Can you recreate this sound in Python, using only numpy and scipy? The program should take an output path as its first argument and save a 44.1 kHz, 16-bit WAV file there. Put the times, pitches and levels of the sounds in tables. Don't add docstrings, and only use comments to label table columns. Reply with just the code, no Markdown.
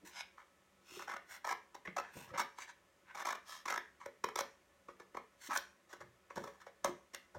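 import sys
import numpy as np
from scipy import signal
from scipy.fft import rfft, irfft
from scipy.io import wavfile

SR = 44100
rng = np.random.default_rng(int(sys.argv[2]) if len(sys.argv) > 2 else 0)


def inscribe(sig):
    pcm = np.round(np.clip(np.atleast_2d(sig).T, -1, 1) * 32767)
    wavfile.write(sys.argv[1], SR, pcm.astype(np.int16))


N = 325458
TIME = np.arange(N) / SR

# first bite in seconds, last bite in seconds,
# change of pace as a share (+ speeds up, - slows), hardest point from 0 to 1 of the stroke,
# level lost away from that point in dB per whole stroke, bite length in seconds,
# thump, body and crack in dB before fading and trims, rubbing against the bites in dB,
# ring of the sheet in Hz.
STROKES = [(0.992, 1.02, 0, .7, 0, .006, -61, -47, -57, -12, 1150),
           (1.076, 1.162, -.28, .3, 6, .007, -54, -42, -55.5, -9, 1200),
           (1.445, 1.522, .25, .8, 4, .007, -50, -35.5, -47, -11, 910),
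           (1.964, 1.997, .1, .1, 4, .007, -44, -35.5, -47, -13, 850),
           (2.375, 2.411, .1, .42, 13, .011, -49, -33.5, -42.5, -4.5, 1060),
           (3.147, 3.218, 0, .95, 3, .012, -60, -47, -56, -4, 1100),
           (3.25, 3.323, -.1, .1, 2, .007, -53, -39, -47.5, -10, 960),
           (3.656, 3.758, .17, .38, 10, .0055, -49, -35.5, -44.5, -14, 1300),
           (4.3575, 4.406, .55, .8, -2, .003, -40, -34.5, -38, -13, 1120),
           (5.494, 5.526, .3, .65, 14, .008, -56, -37, -51, -5, 1020)]
# start in seconds,
# length in seconds, thump, body and crack in dB before trims, ring of the sheet in Hz.
KNOCKS = [(1.745, .008, -58, -48, -57, 930), (1.851, .01, -60, -48, -65, 1880),
          (1.874, .003, -68, -39.5, -72, 2250), (2.584, .004, -60, -44, -55, 1050),
          (3.349, .007, -58, -46, -56, 1110), (3.7755, .004, -47, -34, -45, 920),
          (4.059, .0024, -39.5, -44, -52, 1180), (4.2405, .0025, -33.5, -27.5, -37.5, 1150),
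          (4.287, .0026, -55, -40.5, -52, 840), (4.884, .0065, -52, -49, -73, 1090),
          (4.998, .005, -53, -53, -64, 985), (5.146, .006, -48, -47.5, -67, 1050),
          (5.169, .004, -46, -37.5, -57, 1050), (5.559, .004, -52, -31, -41, 1280),
          (5.573, .003, -47, -50, -32, 2370), (5.928, .009, -55, -51, -58, 900),
          (6.004, .012, -56, -55, -65, 1190), (6.305, .0022, -50, -45, -75, 1060),
          (6.357, .006, -58, -55, -55, 1050), (6.368, .014, -44, -42.5, -56, 900),
          (6.438, .0055, -54, -46, -55, 930), (6.473, .008, -51, -51, -61, 1030),
          (6.666, .004, -50, -52, -66, 1010), (6.8448, .002, -27.5, -27.5, -31, 970),
          (6.851, .009, -50, -38, -50, 1040), (7.135, .007, -58, -55, -56, 1950),
          (7.1465, .001, -50, -39, -37, 1740), (7.346, .012, -56, -51, -69, 900)]
# pitch in Hz, width in Hz, relative level in dB.
BODY_MODES = [(982, 210, 2), (1350, 93, 0), (1596, 163, -3.5), (2330, 167, -4)]
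# pitch in Hz, width in Hz, relative level in dB.
CRACK_MODES = [(3500, 620, -3.5), (4304, 330, -2.5), (5620, 520, 1), (6990, 824, -3.5), (8030, 1450, -9.5),
               (12300, 1060, -13), (13900, 2000, -18)]
# pitch in Hz, width in Hz, relative level in dB.
ROOM_MODES = [(191.9, 4.4, 2), (355, 15, -3.5), (376, 13, -12.5), (560, 23.5, 0.5), (1021.5, 36, -6.5),
              (1117, 23, -0.5), (1234, 42, -12), (1299, 22, 4), (1463, 25, 1.5), (1664, 24, -4),
              (1740, 18, 4), (2157, 9.5, -17), (3705, 15, -17)]


def from_db(db):
    return 10 ** (np.asarray(db) / 20)


def rms_one(x):
    return x / np.sqrt(np.mean(x ** 2) + 1e-20)


def clipped_normal(size=None):
    return np.clip(rng.standard_normal(size), -2, 2)


def at_hz(rows, hz):
    table_hz, *columns = np.transpose(rows)
    return [np.interp(np.log(hz), np.log(table_hz), column) for column in columns]


def band(x, low_hz, high_hz, order=2):
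    edges_hz = [low_hz, min(high_hz, SR / 2 - 1000)]
    return signal.sosfilt(signal.butter(order, edges_hz, "band", fs=SR, output="sos"), x)


def resonate(x, modes, stretch=1, alternate=True):
    out = 0
    for k, (hz, width_hz, db) in enumerate(modes):
        radius = np.exp(-np.pi * width_hz / SR)
        angle = 2 * np.pi * hz * stretch / SR
        sign = (-1) ** k if alternate else 1
        gain = sign * from_db(db) * (1 - radius * radius) / 2
        poles = [1, -2 * radius * np.cos(angle), radius * radius]
        out = out + gain * signal.lfilter([1, 0, -1], poles, x + 1e-18)
    return out


def add(out, start_s, sound):
    at = max(round(start_s * SR), 0)
    out[at:at + len(sound)] += sound[:max(N - at, 0)]


def swell(crest, rise, fall, squareness):
    start = max(crest - 2 * rise, 0)
    t = start + TIME[:SR // 2] - crest
    away = np.abs(t) / np.where(t < 0, rise, fall)
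    return start, np.exp(-np.minimum(away, 10) ** squareness)


def grip(size, rough_db, slips_hz):
    low_pass = signal.butter(2, slips_hz, fs=SR, output="sos")
    flutter = rms_one(signal.sosfilt(low_pass, rng.standard_normal(size)))
    return rms_one(from_db(rough_db * flutter))


def fibres(size, per_s, spread_db):
    born = rng.random(size) < per_s / SR
    polarity = rng.choice([-1, 1], size)
    return rms_one(born * polarity * from_db(spread_db * clipped_normal(size)))


def table_bounce(x, lag_s=.0011, wander=.3, echo_db=-7):
    lag = max(round(lag_s * np.exp(wander * clipped_normal()) * SR), 1)
    return x + from_db(echo_db) * np.pad(x, (lag, 0))[:len(x)]


def air():
    # frequency in Hz, relative level in dB per Hz.
    air_colour = [(18, -79), (30, -22), (69, -5), (114, -14), (187, -10.5), (315, -12), (443, -12.5),
                  (728, -13.5), (1680, -21.5), (1870, -16.5), (2130, -16.5), (3680, -22.5), (4190, -25.5),
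                  (6540, -24), (15500, -35)]
    air_db = -71
    hz = np.maximum(np.fft.rfftfreq(N, 1 / SR), 1)
    db, = at_hz(air_colour, hz)
    noise = irfft(rfft(rng.standard_normal(N)) * from_db(db), N)
    ringing = resonate(noise, ROOM_MODES, alternate=False)
    return from_db(air_db) * rms_one(noise + from_db(8.0) * ringing)


def flexing(flap_width_hz=45, flap_db=7):
    # crest in seconds, rise in seconds, level in dB, flapping in Hz.
    bends = [(0.04, .017, -60.5, 300), (0.96, .07, -59, 370), (1.886, .015, -52, 165),
             (2.174, .02, -53, 170), (2.3, .04, -62, 100), (2.34, .016, -51, 520), (5.505, .02, -55, 290),
             (6.04, .035, -64, 110), (6.385, .028, -52, 160), (6.44, .048, -58, 420),
             (6.864, .025, -58, 85), (6.888, .028, -50, 350), (7.366, .018, -55, 560),
             (7.37, .016, -56, 90)]
    # pitch in Hz, width in Hz, relative level in dB.
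    flap_modes = [(76, 104, -14.5), (166, 63, -5), (324, 37, -3.5), (583, 270, -12.5)]
    relax_ratio = 1.2
    out = np.zeros(N)
    for crest, rise, db, flap_hz in bends:
        start, speed = swell(crest, rise, relax_ratio * rise, squareness=2.0)
        push = rng.standard_normal(len(speed)) * grip(len(speed), rough_db=7, slips_hz=59.5)
        free_span = resonate(push, [(flap_hz, flap_width_hz, flap_db)])
        flutter = speed * band(resonate(push, flap_modes) + free_span, 40, 900)
        level = np.sqrt(np.sum(speed ** 2) / np.sum(flutter ** 2))
        add(out, start, from_db(db) * flutter * level)
    return out


def sliding(ring_width_hz=650, ring_db=4, bend=0.074, trims_db=(0, .5, 1)):
    # crest in seconds,
    # rise in seconds, fall in seconds, card rasp, edge scrape and hiss in dB before trims,
    # ring of the sheet in Hz.
    slides = [(0.064, .012, .045, -60, -61, -64, 1900), (0.202, .058, .019, -49.5, -53, -68, 2250),
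              (0.385, .013, .042, -62, -78, -88, 1290), (0.975, .09, .07, -58, -59, -65, 2550),
              (1.332, .04, .04, -53, -59, -62, 1600), (2.05, .05, .08, -60, -75, -91, 1660),
              (2.18, .042, .08, -58, -64, -63.5, 2400), (2.298, .02, .02, -57, -70, -80, 900),
              (2.354, .015, .016, -42.5, -64, -76, 900), (2.625, .04, .025, -55, -57, -70, 2000),
              (2.695, .02, .021, -56, -64, -84, 1400), (3.109, .035, .016, -58, -80, -88, 1600),
              (3.505, .035, .085, -55, -55, -63, 1250), (4.008, .008, .05, -59, -72, -90, 1000),
              (5.471, .05, .016, -57, -56, -60, 2050), (5.558, .024, .022, -44, -52, -52, 1270),
              (5.902, .01, .06, -62, -68, -77, 840), (6.385, .027, .15, -60, -69, -76, 850),
              (6.614, .011, .015, -60, -68, -76, 1080), (6.872, .015, .035, -54, -62, -70, 900)]
    # pitch in Hz, width in Hz, relative level in dB.
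    steel_modes = [(8390, 1130, 3), (12270, 1600, -1.5), (14500, 2400, -3)]
    out = np.zeros(N)
    for crest, rise, fall, *levels, ring_hz in slides + rubs():
        start, speed = swell(crest, rise, fall, squareness=2.24)
        size = len(speed)
        friction = grip(size, rough_db=3.0, slips_hz=118)
        catches = table_bounce(fibres(size, per_s=5000, spread_db=4) * friction)
        polish = table_bounce(fibres(size, per_s=9000, spread_db=3) * np.sqrt(friction))
        stretch = np.exp(bend * rng.uniform(-1, 1))
        ring = resonate(catches, [(ring_hz, ring_width_hz, ring_db)])
        rasp = band(resonate(catches, BODY_MODES) + ring, 675, 3000)
        scrape = band(resonate(polish, CRACK_MODES, stretch), 2050, 11500)
        hiss = band(resonate(polish, steel_modes, stretch), 6600, SR / 2)
        for part, db in zip((rasp, scrape, hiss), np.add(levels, trims_db)):
            add(out, start, from_db(db) * speed * rms_one(part))
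    return out


def rubs():
    # rise in seconds, fall in seconds, card rasp, edge scrape and hiss in dB before trims.
    brush = (.008, .024, -62, -73, -88)
    rub_share = .65
    runout_s = .012
    hiss_db = -7
    rows = []
    for first, last, _, hardest, _, _, _, body, crack, rub_db, ring_hz in STROKES:
        crest = first + (last - first) * np.clip(hardest, .1, 1)
        rise = rub_share * (crest - first)
        fall = rub_share * (last - crest) + runout_s
        scrape = crack + rub_db
        rows.append((crest, rise, fall, body + rub_db, scrape, scrape + hiss_db, ring_hz))
    return rows + [(start + length, *brush, ring_hz) for start, length, *_, ring_hz in KNOCKS]


def bites():
    gap_s, scatter_db = .0205, 1
    tear_db, tear_share = -7, .45
    rows = []
    for first, last, hurry, hardest, fade_db, length, thump, body, crack, _, ring_hz in STROKES:
        span = last - first
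        for closed in np.linspace(0, 1, round(span / gap_s) + 1):
            start = first + span * closed * (1 + hurry * (1 - closed))
            db = scatter_db * rng.standard_normal() - fade_db * abs(closed - hardest)
            levels = np.add((thump, body, crack), db)
            rows.append((start, length, *levels, ring_hz))
            if closed < 1:
                tear_start = start + rng.uniform(length, gap_s - length / 2)
                rows.append((tear_start, tear_share * length, *(levels + tear_db), ring_hz))
    return rows


def bursts(events, snaps_per_s, spread_db, rise_s, release_s, bend, ring_db, trims_db):
    # pitch in Hz, width in Hz, relative level in dB.
    thump_modes = [(223, 140, -13.5), (384, 126, -2), (555, 80, 2)]
    card_q = 5
    puff_hz, puff_width_hz, puff_db = 90, 50, -23
    lead_s = .008
    t = TIME[:SR // 20] - lead_s
    out = np.zeros(N)
    for start, length, *levels, ring_hz in events:
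        onset = 1 / (1 + np.exp(-t / rise_s))
        envelope = onset * np.exp(-np.maximum(t - length, 0) / release_s)
        force = table_bounce(fibres(len(t), snaps_per_s, spread_db) * envelope)
        stretch = np.exp(bend * clipped_normal())
        ring = resonate(force, [(ring_hz, ring_hz / card_q, ring_db)])
        thump = band(resonate(force, thump_modes), 140, 720)
        body = band(resonate(force, BODY_MODES, stretch) + ring, 530, 2720, order=3)
        crack = band(resonate(force, CRACK_MODES), 2770, SR / 2)
        puff = band(resonate(force, [(puff_hz, puff_width_hz, 0)]), 30, 200)
        thump_db, body_db, crack_db = np.add(levels, trims_db)
        parts = (puff, thump, body, crack)
        for part, db in zip(parts, (thump_db + puff_db, thump_db, body_db, crack_db)):
            level = from_db(db) * np.sqrt(length * SR / np.sum(part ** 2))
            add(out, start - lead_s, level * part)
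    return out


def cutting():
    return bursts(bites(), snaps_per_s=3000, spread_db=4, rise_s=0.00084, release_s=0.00099,
                  bend=0.07, ring_db=2, trims_db=(-1.2, -.6, -.3))


def knocking():
    return bursts(KNOCKS, snaps_per_s=4000, spread_db=1, rise_s=0.00068, release_s=0.0016,
                  bend=0.11, ring_db=5, trims_db=(-.6, -.6, -.3))


def room(x, build_s=0.001, first_s=0.0045, ring_db=0):
    # frequency in Hz, time to fall by 60 dB in seconds,
    # level against the direct sound in dB.
    reverberation = [(100, 0.23, -7), (432, 0.29, -3.5), (930, 0.32, -9), (2110, 0.34, -4),
                     (3900, 0.26, -4.5), (7800, 0.43, -20), (14500, 0.15, -6.5)]
    t = TIME[:SR * 3 // 4]
    build = 1 - np.exp(-np.maximum(t - first_s, 0) / build_s)
    edges_hz = np.geomspace(60, 17000, num=25)
    response = 0
    for low, high in zip(edges_hz, edges_hz[1:]):
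        t60, db = at_hz(reverberation, np.sqrt(low * high))
        noise = band(rng.standard_normal(len(t)), low, high, order=3)
        tail = noise * np.exp(-np.log(1000) * t / t60) * build
        level = np.sqrt(2 * (high - low) / SR / np.sum(tail ** 2))
        response = response + from_db(db) * tail * level
    diffuse = signal.fftconvolve(x, response)[:N]
    return diffuse + from_db(ring_db) * resonate(x, ROOM_MODES, alternate=False)


def scene():
    direct = flexing() + sliding() + cutting() + knocking()
    return (direct + room(direct) + air())[None]


def record(dry):
    cutoff_hz = 15900
    low_pass = signal.ellip(10, .2, 70, cutoff_hz, fs=SR, output="sos")
    return signal.sosfilt(low_pass, dry)


dry = scene()
out = record(dry)
inscribe(out)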